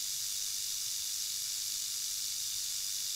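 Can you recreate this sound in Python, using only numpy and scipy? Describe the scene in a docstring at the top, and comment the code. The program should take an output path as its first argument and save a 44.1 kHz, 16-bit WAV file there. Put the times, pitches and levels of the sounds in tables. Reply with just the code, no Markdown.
"""A quiet wood: a rattlesnake on the leaf litter buzzes its tail without pause.
The tail swings fifty times a second; at each turn the loose horny segments clash.
The whole rattle knocks, the widest segments clack, the hollow shells chatter, the dry rims fizz.
Ground and trunks scatter the buzz, over a low rumble of air with soft bumps.
Faint tones swell and fade: a far hum, plus an overtone of the buzz near 850 Hz."""
import sys
import numpy as np
from scipy import signal
from scipy.fft import rfft, irfft
from scipy.io import wavfile

SR = 44100
rng = np.random.default_rng(int(sys.argv[2]) if len(sys.argv) > 2 else 0)


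def generate_wav(signal):
    """Clip the signal to [-1, 1] and save it as 16-bit WAV at the path in sys.argv[1]."""
    frames = np.transpose(np.atleast_2d(signal))
    scaled = np.clip(frames, -1, 1) * 32767
    pcm = np.round(scaled).astype(np.int16)
    wavfile.write(sys.argv[1], SR, pcm)


N = 138915

# tail speed (time [s], swing rate [Hz])
SWING_RATE = [(0, 50.05), (.25, 49.75), (.45, 50.15), (1.2, 50.15), (1.6, 50.0), (2.2, 49.88),
              (3.15, 49.75)]
# clashes in one swing (place [swings], spread [swings], knock [dB], clack [dB], chatter [dB], fizz [dB])
CLASHES = [(.005, .022, -2.5, -0.5, 0.5, 1.5), (0.064, .02, -13, -3.5, -.5, -2.5),
           (0.331, .035, -4.5, -10, -7.5, -6), (.45, 0.044, -14, -7, -6.5, -2),
           (0.529, .025, -2.5, -7.5, -2.5, -.5), (.595, 0.023, -4.5, -9, -2, -6),
           (.8, .028, -5.5, -20, -5.5, -4.5), (0.921, 0.027, -3, 0.5, -1.5, -2)]
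# whole rattle (frequency [Hz], level [dB])
KNOCK_SPECTRUM = [(200, -32.5), (550, -26), (800, -14), (1050, -6), (1300, 0), (1750, 1.5), (2080, -1),
                  (2320, 7), (2580, -2), (2900, 4), (3300, -2.5), (6000, -17)]
# widest segments (frequency [Hz], level [dB])
CLACK_SPECTRUM = [(500, -56), (2000, -26), (2650, -18), (2920, -9), (3210, -18.5), (3420, -3.5),
                  (3680, -1.5), (3850, -3), (4050, -5.5), (4500, -5.5), (5200, -13), (8000, -27.5)]
# hollow segments (frequency [Hz], level [dB])
SHELL_SPECTRUM = [(500, -74), (2000, -29), (3200, -19.5), (3900, -12), (4450, -5), (5500, -2), (7300, -2),
                  (8000, -5), (8500, -25), (11000, -21.5), (16000, -27)]
# hollow segment resonances (frequency [Hz], width [Hz], lift [dB])
SHELL_MODES = [(4875, 420, 6.5), (5270, 200, 1.2), (5836, 240, 6.2), (6410, 120, 3.2), (7010, 360, 3.3),
               (7830, 160, 2)]
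# scraping rims (frequency [Hz], level [dB])
FIZZ_SPECTRUM = [(2000, -20.5), (5000, 0), (8000, -0.5), (9800, -.5), (10600, -1.5), (13000, -4),
                 (15100, -3.5), (15800, -1.5)]
# band of each rim (centre [Hz])
RIM_HZ = [6000, 8520, 9860, 11350, 12860, 14500]
# open-air rumble (frequency [Hz], level [dB])
AIR_SPECTRUM = [(15, 1.5), (30, 0.5), (65, -3), (95, -0.5), (120, 0.5), (175, -10), (215, -8), (300, -13.5),
                (520, -18.5), (1000, -16.5), (4000, -47)]
# far hum; last row: buzz overtone (frequency [Hz], level [dB], swell centre [s], swell width [s])
FAINT_TONES = [(420, -85, 1.42, 1), (477, -91, 0.48, 0.27), (723, -89, 0.56, 1), (855, -92, 2.8, 1.4)]
# bumps in the rumble (time [s], level [dB])
BUMPS = [(.16, -69), (.24, -62.5), (0.521, -64), (.88, -61), (1.009, -55), (2.099, -63), (2.41, -61),
         (2.56, -59), (2.75, -67), (2.962, -63)]

TIME_S = np.arange(N) / SR


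def amp(db):
    """Decibels to gain."""
    return 10 ** (np.asarray(db) / 20)


def unit(x):
    """Scale to rms 1."""
    return x / np.sqrt(np.mean(x ** 2) + 1e-20)


def level_db(spectrum, hz):
    """Spectrum interpolated over log frequency."""
    points_hz, db = np.transpose(spectrum)
    return np.interp(np.log(hz + 1), np.log(points_hz), db)


def drift(hz):
    """Slow random motion up to about hz, rms 1."""
    bins_hz = np.fft.rfftfreq(N, 1 / SR)
    return unit(irfft(rfft(rng.standard_normal(N)) * (bins_hz > 0) * np.exp(-(bins_hz / hz) ** 2), N))


def ring(clicks, spectrum, modes=(), size=2048):
    """Clicks ring a minimum-phase body."""
    hz = abs(np.fft.fftfreq(size, 1 / SR))
    modes_db = sum(db / (1 + (2 * (hz - centre_hz) / width_hz) ** 2) for centre_hz, width_hz, db in modes)
    log_gain = np.log(amp(level_db(spectrum, hz) + modes_db))
    response = np.fft.ifft(np.exp(np.conj(signal.hilbert(log_gain)))).real
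    return signal.oaconvolve(clicks, response[:size // 2])[:N]


def force(swings, clash_db, rest_db, rise_ratio=1.3):
    """Push between segments: each clash builds more slowly than it lets go."""
    power = amp(rest_db) ** 2
    for (place, spread, *_), db in zip(CLASHES, clash_db):
        away = (swings - place + .5) % 1 - .5
        width = spread * np.where(away < 0, rise_ratio, 1)
        power = power + amp(db) ** 2 * np.exp(-.5 * (away / width) ** 2)
    return unit(np.sqrt(power))


def contacts(push, rate_hz, spread_db):
    """Tiny random impacts, denser and harder with push; rate_hz holds at push 1."""
    hit = rng.random(N) < push * rate_hz / SR
    strength = amp(spread_db * np.clip(rng.standard_normal(N), -2, 2))
    return hit * strength * np.sqrt(push) * rng.choice([-1, 1], N)


def knock(swings, clash_db, jitter_s=.0003, spread_db=1.2, bounce_s=.000903, bounce_db=-3.5):
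    """The whole rattle takes one blow and one rebound per clash, with rubbing around them."""
    rub = contacts(force(swings, clash_db, rest_db=-8), rate_hz=12000, spread_db=1.5)
    blows = np.zeros(N)
    for (place, *_), db in zip(CLASHES, clash_db):
        onsets = np.flatnonzero(np.diff(np.floor(swings - place)) > 0)
        late, hard, loose = rng.standard_normal((len(onsets), 3)).T
        for delay_s, drop_db in ((0, 0), (bounce_s * np.exp(.5 * loose), bounce_db)):
            at = onsets + np.round(SR * (jitter_s * late + delay_s)).astype(int)
            blows[np.clip(at, 0, N - 1)] += amp(db + drop_db + spread_db * hard)
    return ring(unit(blows) + amp(-2) * unit(rub), KNOCK_SPECTRUM)


def clack(swings, clash_db):
    """Impacts ring the widest segments."""
    push = force(swings, clash_db, rest_db=-6.5)
    return ring(contacts(push, rate_hz=6000, spread_db=2.5), CLACK_SPECTRUM)


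def chatter(swings, clash_db):
    """Impacts ring the resonances of the hollow segments."""
    push = force(swings, clash_db, rest_db=-5)
    return ring(contacts(push, rate_hz=9000, spread_db=1), SHELL_SPECTRUM, SHELL_MODES)


def fizz(swings, clash_db, width_hz=2420, lift_db=20.5):
    """Dry rims scrape, each favouring its own band."""
    push = force(swings, clash_db, rest_db=-3.5)
    out = 0
    for hz in RIM_HZ:
        scrape = contacts(push, rate_hz=22000 / len(RIM_HZ), spread_db=4)
        out = out + ring(scrape, FIZZ_SPECTRUM, [(hz, width_hz, lift_db)])
    return out


def rattle(first_turn_s=.0045, stroke_spread_db=.17, drift_db=.04):
    """The swinging tail drives the segments, each stroke with slightly different effort."""
    swing_hz = np.interp(TIME_S, *np.transpose(SWING_RATE))
    swings = np.cumsum(swing_hz) / SR - first_turn_s * swing_hz[0]
    stroke = np.round(2 * swings).astype(int)
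    effort = amp(stroke_spread_db * rng.standard_normal(N)[stroke] + drift_db * drift(hz=5.5))
    _, _, knock_db, clack_db, chatter_db, fizz_db = np.transpose(CLASHES)
    return effort * (amp(-58) * unit(knock(swings, knock_db))
                     + amp(-46) * unit(clack(swings, clack_db))
                     + amp(-39) * unit(chatter(swings, chatter_db))
                     + amp(-43.5) * unit(fizz(swings, fizz_db)))


def scatter(buzz, paths=10, delay_s=.0033, t60_s=.77):
    """Ground, leaves and trunks return the buzz; the paths crossfade as the tail moves."""
    age_s = np.arange(SR // 2) / SR
    position = np.linspace(0, paths - 1, N)
    out = 0
    for path in range(paths):
        share = np.cos(np.pi / 2 * np.clip(position - path, -1, 1))
        echo = rng.standard_normal(len(age_s)) * (age_s > delay_s) * amp(-60 * age_s / t60_s)
        out = out + signal.fftconvolve(buzz * share, echo / np.linalg.norm(echo))[:N]
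    return out


def air():
    """Steady low rumble of moving air."""
    gain = amp(level_db(AIR_SPECTRUM, np.fft.rfftfreq(N, 1 / SR)))
    return unit(irfft(rfft(rng.standard_normal(N)) * gain, N))


def faint_tones(waver_db=3.5, waver_hz=.86):
    """Swelling, wavering sines: a far hum, plus an overtone of the buzz near 850 Hz."""
    out = 0
    for hz, db, centre_s, width_s in FAINT_TONES:
        swell = np.exp(-.5 * ((TIME_S - centre_s) / width_s) ** 2) * amp(waver_db * drift(hz=2))
        cycles = np.cumsum(hz + waver_hz * drift(hz=3.9)) / SR
        out = out + amp(db) * unit(swell * np.sin(2 * np.pi * cycles))
    return out


def bumps(nominal_hz=105.4, width_s=.0067):
    """Short, dull swells of a cycle or two."""
    out = 0
    for centre_s, db in BUMPS:
        offset_s = TIME_S - centre_s
        hz = nominal_hz * rng.uniform(.71, 1.13)
        swell = np.exp(-.5 * (offset_s / width_s) ** 2)
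        out = out + amp(db) * swell * np.sin(2 * np.pi * (hz * offset_s + rng.random()))
    return out


def scene():
    """Snake, scatter and quiet wood, in mono."""
    buzz = rattle()
    return (buzz + amp(-11) * scatter(buzz) + amp(-65.5) * air() + faint_tones() + bumps())[None]


def record(dry):
    """Steep low-pass."""
    cutoff_hz = 15720
    taps = signal.firwin(1023, cutoff_hz, window=("kaiser", 9), fs=SR)
    return signal.oaconvolve(dry, taps[None], "same")


dry = scene()
out = record(dry)
generate_wav(out)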